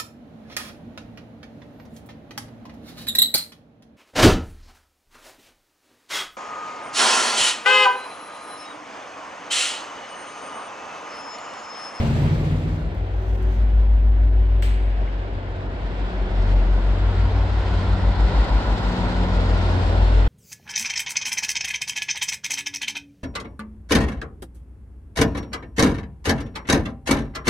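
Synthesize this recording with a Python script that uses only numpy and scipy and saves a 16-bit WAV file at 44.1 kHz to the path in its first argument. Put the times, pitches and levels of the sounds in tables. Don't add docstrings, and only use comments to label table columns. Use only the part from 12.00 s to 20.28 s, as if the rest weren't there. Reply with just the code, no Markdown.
import sys
import numpy as np
from scipy import signal
from scipy.io import wavfile
from scipy.ndimage import uniform_filter1d

SR = 44100
rng = np.random.default_rng(int(sys.argv[2]) if len(sys.argv) > 2 else 0)


def output_pcm(signal):
    pcm = np.clip(np.atleast_2d(signal).T, -1, 1) * 32767
    wavfile.write(sys.argv[1], SR, np.round(pcm).astype(np.int16))


def nominal_scale(level):
    x = np.asarray(level, float) / 20
    return 10 ** x


N = 365148

HOP = 256
FRAMES = np.arange(N // HOP + 5) * HOP / SR
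BINS = np.fft.rfftfreq(4 * HOP, 1 / SR)
TIME = np.arange(N) / SR

# t/s, nearness/0-1, lag of left port behind right/samples
PASSAGE = [
    (0, 0.25, 10),
    (3, 0, 13.5),
    (4.5, 0.36, 7.5),
    (5.5, 0.53, 0.5),
    (6.5, 0.9, -3.5),
    (8.28, 0.38, -11.5),
]
# f/Hz, likeness/0-1
PORT_LIKENESS = [(60, 0.69), (125, 0.98), (250, 0.89), (500, 0.83), (1000, 0.53), (2000, 0.1), (4000, 0.22),
                 (12000, 0.2)]
# f/Hz, left minus right/dB
PORT_BALANCE = [(60, 1.5), (99, 1.0), (160, 0.5), (270, 0.5), (450, 0.5), (740, 1.0), (1220, -1.0),
                (2010, -2.0), (3330, 2.5), (5500, 2.0), (9080, 10.5), (15000, -0.5)]
# f/Hz, level/dB
AMPLIFIER_HISS = [(7000, -128), (10000, -113), (12000, -111), (16000, -112)]
# t/s, depth/dB, length/s
GUARD_DIPS = [(1.322, 5, .007), (1.343, 2, .01), (1.37, 7, .01), (1.88, 4, .008), (2.107, 8, .009),
              (2.262, 7, .009), (2.3, 6, .012), (2.32, 3.5, .01), (2.48, 4, .008), (2.617, 4, .006),
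              (4.55, 6, .011)]

# f/Hz, level/dB per Hz
STREET_COLOUR = [(40, -37), (90, -8), (150, -16.5), (300, -21.5), (600, -26.5), (1000, -32.5), (1500, -36),
                 (2000, -36), (4000, -41.5), (8000, -52.5), (10000, -65.5), (13000, -63.5), (14500, -60),
                 (16000, -75)]
STREET_DB, STREET_SAG_DB, STREET_DROP_DB = -30.5, 7.5, 9.5
TYRE_DB, TYRE_SAG_DB = -26.5, 2.5
TRUCK_HZ, TRUCK_CLIMB_HZ, TRUCK_TOP_HZ = 14.05, 1.75, 15.6
# order, peak t/s, level/dB, rise/s, fall/s
TRUCK_ORDERS = [(6.12, .55, -25, .7, .4), (10, .2, -25.5, .3, .65), (11, .2, -30, .3, .85),
                (16.2, .62, -37, .22, .25), (20, .6, -42, .3, .35)]
# f/Hz, level/dB, faded out at t/s
BRIDGE_DRONES = [(121, -27, .6), (229, -28, .52), (78, -30, .3)]

# peak t/s, level/dB, rise/s, fall/s
RUSTLES = [(0.98, -74, 0.051, .035), (1.374, -64, 0.25, .04), (1.426, -67, .01, .03),
           (1.554, -64, 0.11, 0.079), (1.7, -79, .06, .25), (2.15, -84, .016, .03), (6.9, -68, .25, .2)]
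# t/s, peak level/dB, left minus right/dB
TICKS = [(0.9472, -52, 9.5), (0.9827, -56, 9.0), (1.4262, -46, 2.5), (1.5494, -57, -10.0),
         (1.7265, -58, 4.0), (3.1274, -70, 1.5), (5.3063, -58, 3.0)]

BLAST_AT, BLAST_DB = 2.622, -33.5
# f/Hz, level/dB per Hz
BLAST_COLOUR = [(900, -12), (1400, -9), (2100, -5), (3200, -9), (4300, -12.5), (5600, -18), (7200, -22),
                (8200, -12), (9200, -34), (12000, -23.5), (14500, -21), (16000, -23)]
# f/Hz, t60/s
BLAST_DECAY = [(1500, 1.2), (3000, 1), (5500, 0.53), (8500, 0.61), (12000, 0.37), (16000, .22)]
# t/s, peak level/dB, f/Hz, t60/s
VALVE_KNOCKS = [
    (2.6243, -24, 2100, .014),
    (2.6243, -28, 1600, .016),
    (2.6243, -26, 2700, .012),
    (2.6243, -29, 3500, .012),
    (3.076, -33, 2150, .035),
    (3.077, -42, 2700, .03),
]

# t/s, level under its peak/dB
ROAR_LOUDNESS = [(0.9, -11.5), (1.6, -11), (2.0, -13), (2.6, -11.5), (3.2, -10), (3.9, -8.5), (4.4, -5.5),
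                 (5.0, -6), (5.7, -4.5), (6.1, -3), (6.4, -0.4), (6.7, -1.5), (7.3, -1.34), (7.8, -0.64),
                 (8.25, -2)]
# f/Hz, level/dB per Hz
NEAR_COLOUR = [(40, -14.5), (70, -19), (120, -17), (200, -21.5), (416, -26.5), (936, -22.5), (1190, -32.5),
               (2550, -36), (4250, -38), (8400, -65), (9000, -70), (12800, -84), (13300, -90), (16000, -94)]
# f/Hz, level/dB per Hz
FAR_COLOUR = [(40, -29), (70, -21.5), (123, -39), (200, -35), (363, -36), (695, -37), (1000, -44),
              (1230, -48.5), (1480, -46), (3250, -57.5), (5200, -70), (5700, -76.5), (8400, -87),
              (9200, -104)]
# f/Hz, width/Hz, lift/dB
ROAR_PEAKS = [(1030, 180, 4.5), (1395, 223, 11.5), (1926, 410, 6.5), (3980, 3840, 8.5), (5160, 280, 3.5),
              (7560, 1800, 7)]
# level at the peak/dB, slope/dB per dB of loudness
ROAR_LAYERS = [
    (-27, 1.0961),
    (-36, 0.98),
    (-51, 1.68),
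    (-71, 1.98),
]
# peak t/s, level/dB, rise/s, fall/s
FAN_SURGES = [(3.1, -2, .3, 0.22), (4.05, -2.5, 0.33, 0.18), (4.5, -2.5, .1, .15), (5.05, -3, .35, 0.65),
              (5.75, -0.5, 0.31, 0.16), (6.9, -6.5, 0.26, 0.38)]
SURGE_SHARES = (0.05, .9, 1.1, 1.3)

# t/s, shaft f/Hz
GENERATOR_SHAFT = [(0.8, 47.0), (4.5, 46.57), (6.3, 46.05), (7.3, 45.41), (8.28, 44.6)]
# peak t/s, level/dB, rise/s, fall/s
SECOND_ORDER = [(1.0, -30, 0.91, .8), (2.35, -31, 0.53, 0.67), (3.45, -33, 0.32, 0.45),
                (4.5, -27, 0.24, 0.15), (5.2, -22.5, 0.36, 0.53), (5.8, -23, 0.14, 0.49),
                (7.75, -21.7, 0.64, 1)]
# peak t/s, level/dB, rise/s, fall/s
FOURTH_ORDER = [(1.55, -44, .35, 0.64), (2.75, -46, 0.33, 0.24), (4.4, -39, 0.67, 1.2),
                (6.0, -35, 0.38, 0.64), (7.1, -30, 0.42, .6)]
GENERATOR_ORDERS = (4.86, 16 / 3, 6, 8)
# level when far/dB, gain when near/dB
GENERATOR_LEVELS = [(-58.5, 9.5), (-55.5, 6.5), (-52.5, 4.5), (-53, 5)]
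# order, peak t/s, level/dB, rise/s, fall/s
GENERATOR_SWELLS = [(8, 1.35, -43, .22, .25), (4.86, 1.9, -47, .7, .5), (6, 2.2, -49, .8, .7),
                    (8, 2.3, -52, .5, .8), (8, 4.35, -45, .25, .25), (4.86, 4.9, -43, .6, .6),
                    (16 / 3, 6.9, -40, .4, .6), (6, 7.3, -42, .6, .6)]
# shaft order, level at full nearness/dB
GEAR_WHINES = [(19.7, -56), (21.5, -53)]

# t/s, firing f/Hz (order 8), level/dB
DIESEL_FIRING = [(0.0, 49.6, -34), (0.6, 52.3, -28.5), (0.9, 51.7, -28.5), (1.8, 52.2, -13),
                 (2.4, 52.1, -14), (3.0, 49.4, -19), (3.3, 47.5, -28), (3.6, 45.2, -31), (3.9, 43.7, -35),
                 (4.55, 45.3, -13.5), (5.1, 48.5, -19.5), (5.7, 50.9, -28.5), (6.0, 50.5, -20.5),
                 (6.3, 50.6, -16), (6.9, 49.4, -24.5), (7.5, 48.7, -17.5), (7.8, 49.3, -25.5),
                 (8.05, 49.4, -13)]
CRANK_START = (0.642, 0.4)
# peak t/s, level/dB, rise/s, fall/s
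NINTH_ORDER = [(1.6, -34, 0.78, 1), (4.0, -30, .4, 1.5), (5.4, -25, .6, 0.52), (6.25, -25.5, 0.46, 0.62),
               (7.9, -39, 2.2, 1.3)]
# t/s, lead/turns
NINTH_LEAD = [(2.5, 0.052), (5.2, 0.42), (5.95, 0.017)]
SIDE_ORDERS = (7, 11, 12, 17, 19)
# level when far/dB, gain when near/dB
SIDE_LEVELS = [(-42, 19), (-41, 3.5), (-52.5, 9.5), (-51, 17), (-62.5, 13.5)]


def evened(x):
    return x / np.sqrt(np.mean(x ** 2) + 1e-20)


def read(points, hz):
    f, value = np.transpose(points)
    return np.interp(np.log(hz + 1), np.log(f + 1), value)


def curves(rows, t):
    s, *columns = np.transpose(rows)
    return [np.interp(t, s, column) for column in columns]


def smooth(per_frame):
    return np.interp(TIME, FRAMES, per_frame)


def swells(rows, floor_db, order=2):
    power = nominal_scale(floor_db) ** 2
    for s, db, rise, fall in rows:
        distance = abs(FRAMES - s) / np.where(FRAMES < s, rise, fall)
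        power = power + nominal_scale(db - 10 * distance ** order) ** 2
    return 10 * np.log10(power)


def waver(rate, depth):
    drift = sum(np.sin(2 * np.pi * (f * FRAMES + rng.random())) for f in np.geomspace(rate / 10, rate, 8))
    return depth * smooth(evened(drift))


def tone(turns, db):
    return np.sqrt(2) * nominal_scale(db) * np.cos(2 * np.pi * turns)


def band_db(field_db, lo_hz, hi_hz):
    inside = (BINS >= lo_hz) & (BINS < hi_hz)
    return 10 * np.log10((nominal_scale(field_db[inside]) ** 2).sum(0))


def noise(field_db, patchy_db, flicker_db, likeness=1):
    a, b, c, d, patches = rng.standard_normal((len(FRAMES), len(BINS), 5), np.float32).T
    patches = evened(uniform_filter1d(uniform_filter1d(patches, 10, 0), 12, 1))
    flicker = evened(uniform_filter1d(rng.standard_normal(len(FRAMES)), 3))
    flicker = flicker * np.clip(BINS / 5000, 0, 1.5)[:, None]
    same = np.clip(likeness * read(PORT_LIKENESS, BINS), 0, 1)[:, None].astype(np.float32)
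    lag = curves(PASSAGE, FRAMES)[1]
    lead = np.exp(2j * np.pi * BINS[:, None] * lag / SR).astype(np.complex64)
    left = a + 1j * b
    right = same * left * lead + np.sqrt(1 - same ** 2) * (c + 1j * d)
    z = np.array([left, right])
    z *= nominal_scale(field_db + patchy_db * patches + flicker_db * flicker)
    z *= nominal_scale(np.outer([.5, -.5], read(PORT_BALANCE, BINS)))[:, :, None]
    return signal.istft(z, nperseg=4 * HOP, noverlap=3 * HOP)[1][:, :N] * np.sqrt(3 / 4)


def street():
    t = np.minimum(FRAMES, 1)
    traffic_db = STREET_DB - STREET_SAG_DB * t - STREET_DROP_DB * t ** 3
    colour = read(STREET_COLOUR, BINS)[:, None] + 0 * FRAMES
    colour = colour + traffic_db - band_db(colour, 250, 2000)
    tyre_db = traffic_db + TYRE_DB + 3 - TYRE_SAG_DB * t - band_db(colour, 5000, 16000)
    wash = noise(colour + np.outer(np.clip(BINS / 6000, 0, 1), tyre_db) + 5.5, 1.0, 0.55)
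    fizz = signal.sosfiltfilt(signal.butter(2, 12500, "high", fs=SR, output="sos"), wash[0])
    wash = wash + [[.9], [0]] * fizz
    turns = np.cumsum(np.minimum(TRUCK_HZ + TRUCK_CLIMB_HZ * TIME, TRUCK_TOP_HZ)) / SR
    truck = 0
    for order, *row in TRUCK_ORDERS:
        truck += tone(order * turns + rng.random(), smooth(swells([row], -58)) + waver(8.73, 2.1))
    for order in (14, 18, 22):
        truck += tone(order * turns + rng.random(), -48 + waver(6.0, 3.0))
    drones = 0
    for hz, db, end in BRIDGE_DRONES:
        drone = tone(hz * TIME + waver(10.0, 0.11), db + waver(9.9, 1.6))
        drones += drone * np.clip((end - TIME) / 0.41, 0, 1)
    return wash + truck + drones


def handling():
    cloth = [(3000, -12.5), (6000, 4.5), (9500, -8.5), (13000, -6), (16000, -9.5)]  # f/Hz, level/dB
    colour = read(cloth, BINS)[:, None] + 0 * FRAMES
    level_db = swells(RUSTLES, -130, order=1)
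    out = noise(colour + level_db - band_db(colour, 9000, 16000), 1.5, .7, .5) * nominal_scale([[-4.], [4.]])
    t = np.arange(-40, 41) / SR
    tick = np.cos(2 * np.pi * 10000 * t) * np.exp(-(t / .00004) ** 2)
    for s, db, pan_db in TICKS:
        out[:, round(s * SR):][:, :len(t)] += nominal_scale(db + 8 + np.array([[.5], [-.5]]) * pan_db) * tick
    return out


def blast():
    since = np.maximum(FRAMES - BLAST_AT, 0)
    colour = read(BLAST_COLOUR, BINS)[:, None] - 60 * since / read(BLAST_DECAY, BINS)[:, None]
    front = 1 + 0.62 * np.exp(-np.maximum(TIME - BLAST_AT, 0) / 0.013)
    gate = np.clip((TIME - BLAST_AT) / 0.0014, 0, 1) * front
    out = noise(colour + BLAST_DB - band_db(colour[:, :1], 900, 16000), .6, 0.53, 1.7) * gate
    for s, db, hz, t60 in VALVE_KNOCKS:
        t = np.maximum(TIME - s, 0)
        out += nominal_scale(db - 60 * t / t60) * np.sin(2 * np.pi * hz * t) * np.clip(t / .002, 0, 1)
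    return out


def roar():
    near = np.clip(curves(PASSAGE, FRAMES)[0], 0, 1)
    bumps_db = sum(db * np.exp(-2 * ((BINS - hz) / width) ** 2) for hz, width, db in ROAR_PEAKS)
    far_part = np.outer(read(FAR_COLOUR, BINS), 1 - near)
    colour = far_part + np.outer(read(NEAR_COLOUR, BINS) + bumps_db, near)
    loud_db = curves(ROAR_LOUDNESS, FRAMES)[0]
    surge_db = swells(FAN_SURGES, 0)
    edges = [250, 1200, 5000, 9000, 16000]
    lifts = []
    for (db, slope), share, lo, hi in zip(ROAR_LAYERS, SURGE_SHARES, edges, edges[1:]):
        lifts.append(db + 3.5 + slope * loud_db + share * surge_db - band_db(colour, lo, hi))
    centres = np.log([500, 2200, 6000, 10500])
    shelves = np.array([np.interp(np.log(BINS + 1), centres, row) for row in np.eye(len(centres))])
    return noise(colour + shelves.T @ np.array(lifts), 0.66, 0.92)


def generator():
    turns = np.cumsum(curves(GENERATOR_SHAFT, TIME)[0]) / SR
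    near = curves(PASSAGE, TIME)[0]
    out = tone(2 * turns, smooth(swells(SECOND_ORDER, -40)))
    out += tone(4 * turns, smooth(swells(FOURTH_ORDER, -56.5)))
    for order, (db, near_db) in zip(GENERATOR_ORDERS, GENERATOR_LEVELS):
        out += tone(order * turns + waver(3.5, 0.089), db + near_db * near + waver(4.3, 2.2))
    for order, *row in GENERATOR_SWELLS:
        out += tone(order * turns + rng.random(), smooth(swells([row], -80)) + waver(6.0, 3.0))
    for order, db in GEAR_WHINES:
        out += tone(order * turns + waver(6.0, 0.2), db + 2 - 18 * (1 - near) + waver(2.5, 4.0))
    return out


def diesel():
    firing_hz, eighth_db = curves(DIESEL_FIRING, TIME)
    firing = np.cumsum(firing_hz) / SR + CRANK_START[0]
    cycle = firing / 8
    near = curves(PASSAGE, TIME)[0]
    ninth = firing + cycle + CRANK_START[1] + curves(NINTH_LEAD, TIME)[0]
    out = tone(firing, eighth_db - 0.35)
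    out += tone(ninth, smooth(swells(NINTH_ORDER, -47)) + 4.3)
    for order, (db, near_db) in zip(SIDE_ORDERS, SIDE_LEVELS):
        out += tone(order * cycle + rng.random(), db + near_db * near + waver(2.0, 3.0))
    return out


def scene():
    yard_in = np.clip((TIME - .35) / 0.55, 0, 1)
    street_out = np.clip((1.15 - TIME) / .35, 0, 1)
    engines = (diesel() + generator() * yard_in ** 2) * nominal_scale([[.8], [-.8]])
    return street() * street_out + handling() + blast() + roar() * yard_in + engines


def band_limit(x):
    return signal.sosfilt(signal.butter(12, 16180, fs=SR, output="sos"), x)


def record(dry):
    dry = signal.sosfiltfilt(signal.butter(4, 36, "high", fs=SR, output="sos"), dry, padlen=SR // 2)
    duck_db = sum(db * np.exp(-2 * ((TIME - s) / length) ** 2) for s, db, length in GUARD_DIPS)
    treble = signal.sosfiltfilt(signal.butter(2, 1200, "high", fs=SR, output="sos"), dry)
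    guarded = dry - treble * (1 - nominal_scale(-duck_db))
    hiss = noise(read(AMPLIFIER_HISS, BINS)[:, None] + 0 * FRAMES, .5, .3, 0)
    edge = signal.firwin(511, 15850, window=("kaiser", 9), fs=SR)[None]
    sound = signal.oaconvolve(guarded + hiss, edge, "same")
    close = np.sin(np.pi / 2 * np.clip((N / SR - TIME) / .006, 0, 1))
    return band_limit(sound * close)


dry = scene()
out = record(dry)
output_pcm(out)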